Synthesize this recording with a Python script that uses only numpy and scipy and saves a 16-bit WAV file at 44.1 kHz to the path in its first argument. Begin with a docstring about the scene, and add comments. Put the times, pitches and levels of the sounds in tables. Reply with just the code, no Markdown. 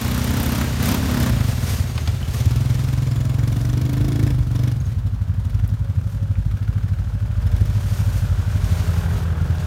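"""A quad bike splashes out of a puddle on a woodland trail, passes close by, revs again and settles.
A second idles near by with a slow thump, and a third crawls closer through the trees.
Each engine is a source-filter system: a train of firing pulses excites its pipes and casing.
Tyres throw water, mud and dry leaves as noise; loose parts clack, a wet brake rings, trunks echo."""
import sys
import numpy as np
from scipy import signal
from scipy.fft import rfft, irfft
from scipy.io import wavfile

SR = 44100
rng = np.random.default_rng(int(sys.argv[2]) if len(sys.argv) > 2 else 0)


def digitize_waveform(pressure):
    """Quantize a signal to 16-bit integers and store it at the path in sys.argv[1].

    Rows of a 2-D input are taken as channels; values are limited to [-1, 1].
    """
    field = np.atleast_2d(pressure).T
    bounded = np.clip(field, -1, 1)
    quanta = np.round(bounded * 32767).astype(np.int16)
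    wavfile.write(sys.argv[1], SR, quanta)


N = 426006
TIME = np.arange(N) / SR
CRUISE_HZ = 22  # firing rate of the passing quad at cruise


def passing_quad():
    """Periodic excitation: the firings of a single cylinder drive its exhaust, intake and loose parts."""
    # engine speed: t/s, firing rate/Hz
    firing_rate = [(0.0, 30.44), (0.22, 30.78), (0.46, 33.39), (0.69, 31.8), (0.99, 35.82), (1.18, 34.4),
                   (1.54, 20.75), (2.23, 14.12), (2.6, 21.49), (3.43, 22.16), (4.18, 27.64), (4.45, 23.72),
                   (4.68, 24.46), (5.05, 11.66), (5.54, 21.36), (5.95, 18.02), (6.22, 11.19), (6.69, 19.94),
                   (7.27, 17.94), (7.62, 22.18)]
    rate, opening = curve(firing_rate), throttle(lag_s=.023)
    pulses = firings(rate, start_turn=.6, jitter_s=.0001, uneven_db=.9)
    gas = puffs(pulses, rise_s=.00067, fall_s=.035, steady=.35)
    return (exhaust_boom(pulses, gas, opening) + exhaust_bark(pulses, gas, rate, opening)
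            + pipe_note(pulses, gas, rate, opening) + intake_growl(pulses, gas, rate, opening)
            + exhaust_jet(pulses, opening) + heat_shield(pulses, opening) + gas_spit(pulses, opening)
            + clatter(pulses, opening) + valve_ticks(pulses, opening))


def exhaust_boom(pulses, gas, opening):
    """Impulse response: each firing thumps the silencer, with less turbulence under load."""
    # silencer spectrum: f/Hz, level/dB
    silencer = [(25, -54), (45, -10), (60, -2.5), (90, -18.5), (120, 1.5), (138, -6), (160, -32.5),
                (220, -20), (400, -58)]
    turbulence = .6 - .35 * opening
    boom = colour(delayed(pulses, .0074) + turbulence * gas, silencer, causal=.73)
    return boom * radiation(opening, idle_db=-17, throttle_db=3.5, rear_db=4)


def exhaust_bark(pulses, gas, rate, opening):
    """Pipe resonance: the valve releases runs of pressure waves; speed heats the gas and lifts the pitch."""
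    # bark spectrum: f/Hz, level/dB
    pipe = [(100, -5), (165, 5.5), (200, 17.5), (250, -1), (300, 8.5), (350, 14), (400, -20), (460, -5.5),
            (540, -32), (660, 16), (800, -47), (1300, -23)]
    waves = sum(size * delayed(pulses, s)
                for s, size in [(.0003, .35), (.0041, .55), (.0112, .55), (.0181, .4), (.0252, .25)])
    rasp = colour(waves + .22 * gas, pipe, causal=.15)
    bark = resonate(rasp, hz=np.clip(11 * rate, 210, 305), width_hz=95)
    speed_gain = gain_of(1.36 * (rate - CRUISE_HZ))
    return bark * speed_gain * radiation(opening, idle_db=-46, throttle_db=7.5, rear_db=16.5)


def pipe_note(pulses, gas, rate, opening):
    """Sound travels faster in hot gas: the silencer's note climbs under throttle, with rough overtones."""
    # tailpipe overtones under load: f/Hz, level/dB
    tailpipe = [(140, -22), (170, -11), (212, -4), (238, -8), (272, 1), (302, 2), (335, -5), (385, -13),
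                (465, -9), (530, -17), (660, -19), (800, -30), (1200, -50)]
    cold_hz, hot_hz, width_hz = 84.9, 129.4, 35.8
    heat = np.minimum(throttle(lag_s=.28) / .64, 1)
    hz = cold_hz + (hot_hz - cold_hz) * heat
    note = resonate(resonate(pulses, hz, width_hz), hz, width_hz)
    overtones = colour(pulses + .15 * gas, tailpipe, causal=.5)
    speed_gain = gain_of(.9 * (np.minimum(rate, 28) - CRUISE_HZ))
    return (note * radiation(opening, idle_db=-17.5, throttle_db=-4, rear_db=8)
            + overtones * speed_gain * radiation(opening, idle_db=-53.5, throttle_db=12.5, rear_db=19))


def intake_growl(pulses, gas, rate, opening):
    """Cavity resonance: gulps of air slosh unevenly in the airbox, whose growl follows the crank."""
    # intake spectrum: f/Hz, level/dB
    airbox = [(90, -52), (150, -5), (185, 14.5), (225, 2.5), (265, 9.5), (310, -14), (350, -19.5),
              (405, -4.5), (500, -11), (620, -4), (900, -13), (1500, -7)]
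    gulps = sum(size * delayed(pulses, s) * gain_of(1.5 * drift(hz=25))
                for s, size in [(0, .7), (.0087, .6), (.0172, .3)])
    air = colour(gulps + .3 * gas, airbox, causal=.39)
    growl = resonate(air, hz=np.maximum(7 * rate, 200), width_hz=153)
    return growl * radiation(opening, idle_db=-19.5, throttle_db=8, rear_db=-15)


def exhaust_jet(pulses, opening):
    """Jet noise: each firing lets out a blast of turbulent hiss."""
    # jet spectrum: f/Hz, level/dB
    hiss = [(400, -10), (1000, -3), (2500, 9.5), (4000, 10), (6500, -8.5), (7600, -5), (9000, 1),
            (10500, -9), (12000, 1), (14000, -50), (16000, -52)]
    blasts = puffs(pulses, rise_s=.0045, fall_s=.0053, steady=.085)
    return colour(blasts, hiss) * radiation(opening, idle_db=-49, throttle_db=17, rear_db=1)


def heat_shield(pulses, opening):
    """Modal ringing: loose tin taps three times after each firing, each tap favouring other modes."""
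    # modes of the tin: f/Hz, relative level/dB
    modes = [(1850, 0), (2200, -1), (3450, -1), (5250, -1), (5900, 0), (6900, -3), (9500, -5)]
    t60_s, chatter_s, uneven_db = .016, .013, 5.5
    out, t = np.zeros(N), TIME[:SR // 64]
    hz, db = np.transpose(modes)
    for s in np.repeat(TIME[pulses > 0], 3):
        sizes = gain_of(db + uneven_db * np.clip(rng.standard_normal(len(hz)), -1.5, 1.5))
        pitches = hz * rng.uniform(.97, 1.03, len(hz))
        tap = sizes @ np.sin(2 * np.pi * np.outer(pitches, t)) * gain_of(-60 * t / t60_s)
        add(out, s + chatter_s * rng.random(), tap)
    return evened(out) * radiation(opening, idle_db=-45, throttle_db=17, rear_db=0)


def gas_spit(pulses, opening):
    """Turbulence in short bursts: a sharp, uneven spit of gas at each firing."""
    # spit spectrum: f/Hz, level/dB
    spit = [(3000, -30), (7500, -6), (9000, -2), (10500, -5.5), (12200, 1), (14000, 2), (15000, -1),
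            (16000, -7.5)]
    spurts = puffs(pulses * gain_of(2.5 * drift(hz=20)), rise_s=.002, fall_s=.0038, steady=0)
    return colour(spurts, spit) * radiation(opening, idle_db=-49.5, throttle_db=28, rear_db=-9.5)


def clatter(pulses, opening):
    """Amplitude modulation: mechanical noise pulses with the firings, among stray taps."""
    # clatter spectrum: f/Hz, level/dB
    machinery = [(200, -9.5), (400, 2.5), (620, 8), (780, 2.5), (1050, 5.5), (1400, 1), (1800, -2.5),
                 (2500, -6), (4000, -6.5), (9000, -18.5)]
    taps = puffs(pulses, rise_s=.0056, fall_s=.013, steady=1) + .45 * crackle(per_s=170, spread_db=-1)
    return colour(taps, machinery) * radiation(opening, idle_db=-29.5, throttle_db=9, rear_db=-7)


def valve_ticks(pulses, opening):
    """Impact noise: the valve gear ticks, and at times a loose part buzzes along in forced vibration."""
    # tick spectrum: f/Hz, level/dB
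    tick = [(700, -40.5), (1400, 12), (1850, 2.5), (2600, -2), (4500, -8), (7000, -21), (12000, -17)]
    # spells of buzzing: start/s, end/s, level/dB
    rattles = [(5.497, 5.66, -56.5), (6.48, 7.02, -53.5), (7.2, 7.35, -57)]
    rattle = sum(gain_of(db) * ((TIME > start) & (TIME < end)) for start, end, db in rattles)
    tappets = puffs(pulses, rise_s=.00012, fall_s=.0085, steady=0)
    return colour(tappets, tick) * (radiation(opening, idle_db=-36, throttle_db=8, rear_db=-12) + rattle)


def throttle(lag_s):
    """First-order lag: the throttle opening, 0-1, trails the rider's hand."""
    # squeezes of the throttle: open/s, shut/s, opening/1
    squeezes = [(0, 0.295, 0.87), (0.295, 0.636, 0.88), (0.775, 0.966, 0.97), (1.003, 1.13, 0.62),
                (1.129, 1.29, 0.65), (2.26, 2.604, 0.72), (2.625, 3.475, 0.57), (3.467, 3.894, 0.59),
                (3.893, 4.307, 0.66), (4.51, 4.713, 0.67), (5.387, 5.73, 0.37), (6.44, 7.016, 0.16),
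                (7.4, 7.694, 0.92)]
    asked = sum(opening * ((TIME >= start) & (TIME < shut)) for start, shut, opening in squeezes)
    pole = np.exp(-1 / (lag_s * SR))
    return asked[0] + signal.lfilter([1 - pole], [1, -pole], asked - asked[0])


def radiation(opening, idle_db, throttle_db, rear_db):
    """Directivity and spherical spreading: the gain of one part of the passing quad, raised by throttle."""
    # its path: t/s, distance/m, tailpipe turned to the listener/1
    path = [(0, 5, 0.12), (.9, 3.86, 0), (1.25, 2.47, 0.12), (1.75, 4, 0.4), (2.4, 4.47, 0.96),
            (4.3, 4.2, 1), (4.75, 4.9, 0.97), (5.15, 9.5, 0.55), (6.3, 11.6, 0.86), (7.6, 14, 0.74),
            (9.66, 6.4, 1)]
    distance, rear = curve(path), curve(path, column=2)
    return gain_of(idle_db + throttle_db * opening + rear_db * rear) / distance


def exhaust_pops(hz=92, length_s=.012):
    """Gaussian wave packets: single heavy thumps of the silencer."""
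    # pops: t/s, peak level/dB
    pops = [(1.806, -11), (2.091, -8), (2.473, -8)]
    out, t = np.zeros(N), np.arange(-SR // 20, SR // 20) / SR
    for s, db in pops:
        add(out, s + t[0], gain_of(db) * np.cos(2 * np.pi * hz * t) * np.exp(-(t / length_s) ** 2))
    return out


def idling_quad():
    """Reflection: each slow firing bounces between the chambers of a big silencer and swells there."""
    # engine speed: t/s, firing rate/Hz
    firing_rate = [(0, 12.4), (.6, 11.5), (1.3, 12.2), (3, 12.3), (5, 12.4), (5.7, 11.45), (6.2, 12.4),
                   (6.6, 13.26), (7.3, 12.9), (8.1, 12.9), (8.7, 12), (9.66, 10.9)]
    # strength of the chugs: t/s, level/dB
    levels = [(0, -26), (1.3, -26), (2.2, -30), (4.4, -24.5), (5, -21.5), (5.6, -20), (6.3, -20),
              (8.3, -18.5), (8.8, -20.5), (9.66, -26)]
    # silencer spectrum: f/Hz, level/dB
    silencer = [(22, -39), (38, -26), (52, 12), (70, -4.5), (105, 0), (125, -12), (150, -3), (200, -24.5),
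                (260, -20.5), (320, -53), (700, -72)]
    pulses = firings(curve(firing_rate), start_turn=.459, jitter_s=.001, uneven_db=1.6)
    gas = puffs(pulses, rise_s=.022, fall_s=.1, steady=.31)
    bounces = .4 * pulses + .85 * delayed(pulses, .0098) + .35 * delayed(pulses, .0205)
    chugs = evened(colour(bounces + .3 * gas, silencer, causal=.1))
    return chugs * gain_of(curve(levels))


def tyres():
    """Incoherent sources add in power: a lumpy wash of droplets and snapping leaves, plus splashes."""
    # steady wash: t/s, level/dB
    wash = [(0, -36.5), (1.1, -37), (1.4, -39), (2.1, -43), (2.8, -43), (3.3, -53), (4.3, -53),
            (5.2, -59.5), (7.3, -55.5), (7.7, -48), (8.9, -45.5), (9.35, -51.5), (9.66, -46.5)]
    # a wheel ploughs in: middle/s, length/s, level/dB, fine spray relative to that/dB
    splashes = [(0.49, 0.15, -39, -14), (0.89, 0.12, -33, -26), (1.492, 0.14, -48, 2),
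                (1.706, 0.16, -37, -2.5), (2.37, 0.086, -42, -2), (3.6, 0.19, -55.5, 2),
                (4.89, 0.086, -54, -18), (6.11, 0.096, -61, 3), (7.977, 0.25, -46.5, -2.5),
                (8.173, 0.071, -47.5, -1), (8.754, 0.23, -42, -11), (8.985, 0.18, -49.5, -4),
                (9.17, 0.11, -49, -4)]
    # spectrum of water, mud and leaves: f/Hz, level/dB
    spray = [(300, 9.5), (900, 2.5), (2000, 2.5), (3500, 1), (5000, -1), (7000, -2.5), (7700, -6),
             (9000, -4.5), (10500, -11.5), (12000, -7), (14500, -10), (16000, -17)]
    # spectrum of fine spray: f/Hz, level/dB
    fizz = [(3000, -6), (6500, 3), (7700, -4), (9000, 2), (10500, -4), (12000, -1), (14000, 0),
            (16000, -10.5)]
    power, fine_power = gain_of(curve(wash)) ** 2, np.zeros(N)
    for s, length, db, fine_db in splashes:
        swell = gain_of(db) ** 2 * np.exp(-(2 * (TIME - s) / length) ** 2)
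        power += swell
        fine_power += swell * gain_of(fine_db) ** 2
    grains = 1.287 * rng.standard_normal(N) + .63 * crackle(per_s=1400, spread_db=.5)
    droplets = 1.04 * rng.standard_normal(N) + .96 * crackle(per_s=3700, spread_db=1)
    lumps = gain_of(1.27 * drift(hz=39.3))
    return (colour(grains, spray) * np.sqrt(power) + colour(droplets, fizz) * np.sqrt(fine_power)) * lumps


def clacks():
    """Impact transients: hard parts knock, hollow panels clap, and small metal parts ring down."""
    # knocks of the rack and drive: t/s, peak level/dB, centre f/Hz, panel clap gain/dB
    knocks = [(0.897, -34, 4500, -27), (1.227, -21, 5000, -38), (1.41, -22.5, 1530, -38),
              (1.978, -18.5, 3280, -17.5), (2.075, -20, 4260, -16), (2.456, -27, 6000, -45),
              (5.677, -32, 12000, -70), (6.355, -32.5, 1810, -60), (8.643, -31, 7000, -60),
              (9.583, -31, 5044, -60)]
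    # metal clinks: t/s, f/Hz, peak level/dB
    clinks = [(2.229, 3030, -29), (2.254, 3030, -37), (4.803, 6510, -37), (4.857, 6500, -40)]
    clink_t60_s = .03
    out, t = np.zeros(N), TIME[:SR // 8]
    panels = signal.butter(1, [220, 1500], "band", fs=SR, output="sos")
    knock_decay = np.exp(-t / .003) + .12 * np.exp(-t / .02)
    for s, db, hz, clap_db in knocks:
        band = signal.butter(3, [hz * .6, min(hz * 1.38, SR * .45)], "band", fs=SR, output="sos")
        knock = signal.sosfilt(band, rng.standard_normal(len(t)) * knock_decay)
        clap = signal.sosfilt(panels, rng.standard_normal(len(t)) * np.exp(-t / .011))
        add(out, s, gain_of(db) * knock / abs(knock).max() + gain_of(clap_db) * clap)
    for s, hz, db in clinks:
        add(out, s, gain_of(db - 60 * t / clink_t60_s) * np.sin(2 * np.pi * hz * t))
    return out


def brake():
    """Friction excites a resonance: a wet disc gives a thin, hissing ring that swells and fades."""
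    # scrapes: start/s, length/s, f/Hz, level/dB
    scrapes = [(0.0, 0.79, 7250, -56), (1.847, 0.29, 6500, -51), (2.604, 1, 7060, -56)]
    out = np.zeros(N)
    for start, length, hz, db in scrapes:
        size = round(length * SR)
        ring = resonate(rng.standard_normal(size), np.full(size, hz), width_hz=290)
        add(out, start, gain_of(db) * ring * np.sin(np.linspace(0, np.pi, size)))
    return out


def far_quad():
    """Harmonic series: drone, ringing case and gear whine share one firing rate, dulled by the trees."""
    # engine speed: t/s, firing rate/Hz
    firing_rate = [(5.6, 38), (5.85, 37), (6.0, 35.9), (6.1, 38), (6.35, 35.3), (7.2, 39.2), (7.6, 40),
                   (8.0, 38.3), (8.3, 39), (8.75, 41.3), (9.05, 41.8), (9.45, 40), (9.66, 41.5)]
    # its approach: t/s, drone gain/dB, mechanical noise gain/dB
    levels = [(0, -24.5, -50), (5, -35.5, -49), (6.9, -36, -46.5), (7.5, -31, -43), (8, -33, -40),
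              (8.55, -31, -40), (9, -21, -35.5), (9.66, -25.5, -38.5)]
    # silencer spectrum: f/Hz, level/dB
    silencer = [(30, -43), (55, -33.5), (80, 15), (115, -26), (140, -3.5), (170, 1.5), (230, -23),
                (330, -33), (420, -38.5), (600, -45), (1500, -83)]
    # singing overtones: harmonic number, level relative to the silencer/dB
    harmonics = [(8, -27), (9, -22), (10, -22), (11, -28), (12, -24), (14, -24), (15, -27), (18, -27),
                 (20, -31), (21, -30), (35, -32)]
    # engine case spectrum: f/Hz, level/dB
    casing = [(200, -26), (400, -1), (490, 15.5), (580, 14), (700, 13), (1150, 12), (1300, 12),
              (1420, 14.5), (1650, 13), (1800, 8), (2100, 0.5), (3500, 0), (8000, -56)]
    # gear whine: t/s, level relative to the mechanical noise/dB
    whine_levels = [(5.6, -25), (5.85, -2), (6.05, -6), (6.25, -2), (6.5, -16), (7.0, -14), (7.3, -3),
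                    (7.8, -7), (8.3, -5), (8.8, -7), (9.05, -19), (9.66, -9)]
    gear_teeth = 15
    rate = curve(firing_rate) * (1 + .006 * drift(hz=12))
    angle = 2 * np.pi * np.cumsum(rate) / SR
    pulses = firings(rate, start_turn=0, jitter_s=.0001, uneven_db=.9)
    overtones = sum(np.sin(k * angle) * gain_of(db + 3 * drift(hz=9)) for k, db in harmonics)
    drone = (colour(pulses, silencer) + overtones) * gain_of(curve(levels))
    case = colour(.35 * pulses + .82 * puffs(pulses, rise_s=.002, fall_s=.008, steady=.45), casing)
    whine = np.sin(gear_teeth * angle) * gain_of(curve(whine_levels) + 3 * drift(hz=9))
    direct = drone + (case + whine) * gain_of(curve(levels, column=2))
    return .7 * direct + .35 * woods(direct, t60_s=.26)


def woods(x, t60_s):
    """Scattering: trunks return sparse echoes, while long waves diffract past them."""
    t = TIME[:SR]
    arrivals = (rng.random(SR) < 1500 / SR) & (t > .012)
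    echoes = rng.standard_normal(SR) * arrivals * gain_of(-60 * t / t60_s)
    echoes = signal.sosfilt(signal.butter(2, 260, "high", fs=SR, output="sos"), echoes)
    return signal.oaconvolve(x, echoes / np.linalg.norm(echoes))[:N]


def firings(rate, start_turn, jitter_s, uneven_db):
    """Impulse train of mean power 1, one impulse a firing; no two burn alike."""
    turns = start_turn + np.cumsum(rate) / SR
    at = np.flatnonzero(np.diff(np.floor(turns)))
    late, size = rng.standard_normal((len(at), 2)).T
    at = np.clip(at + np.round(late * jitter_s * SR).astype(int), 0, N - 1)
    pulses = np.zeros(N)
    pulses[at] = gain_of(uneven_db * np.clip(size, -2, 2)) * np.sqrt(SR / rate[at])
    return evened(pulses)


def puffs(pulses, rise_s, fall_s, steady):
    """Modulated noise: it flares after each firing, over a steady share."""
    t = TIME[:SR // 8]
    flare = signal.oaconvolve(pulses, (1 - np.exp(-t / rise_s)) * np.exp(-t / fall_s))[:N]
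    return evened((evened(flare) + steady) * rng.standard_normal(N))


def crackle(per_s, spread_db):
    """Shot noise: sparse ticks of random size and sign."""
    size = gain_of(spread_db * np.minimum(rng.exponential(1, N), 4))
    return evened(size * rng.choice([-1, 1], N) * (rng.random(N) < per_s / SR))


def drift(hz, size=8192):
    """Band-limited random fluctuation of rms 1, up to hz."""
    slow = irfft(rfft(rng.standard_normal(size)) * (np.fft.rfftfreq(size, N / SR / size) < hz))
    return np.interp(TIME, np.linspace(0, N / SR, size), evened(slow))


def colour(x, spectrum, causal=1, size=16384):
    """Unit-energy filter, so levels are relative: minimum phase (causal 1) rings, zero phase (0) swells."""
    hz, db = np.transpose(spectrum)
    log_hz = np.log(abs(np.fft.fftfreq(size, 1 / SR)) + 1)
    log_gain = np.log(gain_of(np.interp(log_hz, np.log(hz), db)))
    phase = -causal * signal.hilbert(log_gain).imag
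    ring = np.fft.fftshift(np.fft.ifft(np.exp(log_gain + 1j * phase)).real)
    return signal.oaconvolve(x, ring / np.linalg.norm(ring))[size // 2:][:N]


def resonate(x, hz, width_hz):
    """Moving resonance by heterodyning: shift the curve hz down to zero, smooth, and shift back."""
    carrier = np.exp(2j * np.pi * np.cumsum(hz) / SR)
    pole = np.exp(-np.pi * width_hz / SR)
    return evened((carrier * signal.lfilter([1 - pole], [1, -pole], x / carrier)).real)


def gain_of(db):
    """Decibels to amplitude."""
    return 10 ** (np.asarray(db) / 20)


def evened(x):
    """Normalisation to rms 1."""
    return x / np.sqrt(np.mean(x ** 2) + 1e-20)


def curve(rows, column=1):
    """Linear interpolation of one column of a table in time."""
    rows = np.array(rows)
    return np.interp(TIME, rows[:, 0], rows[:, column])


def delayed(x, s):
    """Pure delay of s seconds."""
    return np.interp(TIME - s, TIME, x, left=0)


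def add(mix, s, sound):
    """Superposes a sound on the mix at time s."""
    part = mix[max(round(s * SR), 0):][:len(sound)]
    part += sound[:len(part)]


def scene():
    """Superposition of three engines, the trail noises and their echoes among the trees."""
    close = passing_quad() + idling_quad() + tyres() + clacks() + exhaust_pops() + brake()
    return (close + gain_of(-12) * woods(close, t60_s=.3) + far_quad())[None]


def record(dry):
    """Band limiting and saturation: the deepest bass and top treble go, and large peaks are rounded."""
    low_hz, high_hz, ceiling = 28, 15900, .56
    dry = signal.sosfiltfilt(signal.butter(3, low_hz, "high", fs=SR, output="sos"), dry)
    rounded = dry / (1 + (dry / ceiling) ** 6) ** (1 / 6)
    lowpass = signal.firwin(511, high_hz, window=("kaiser", 9), fs=SR)
    return signal.oaconvolve(rounded, lowpass[None], "same")


dry = scene()
out = record(dry)
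digitize_waveform(out)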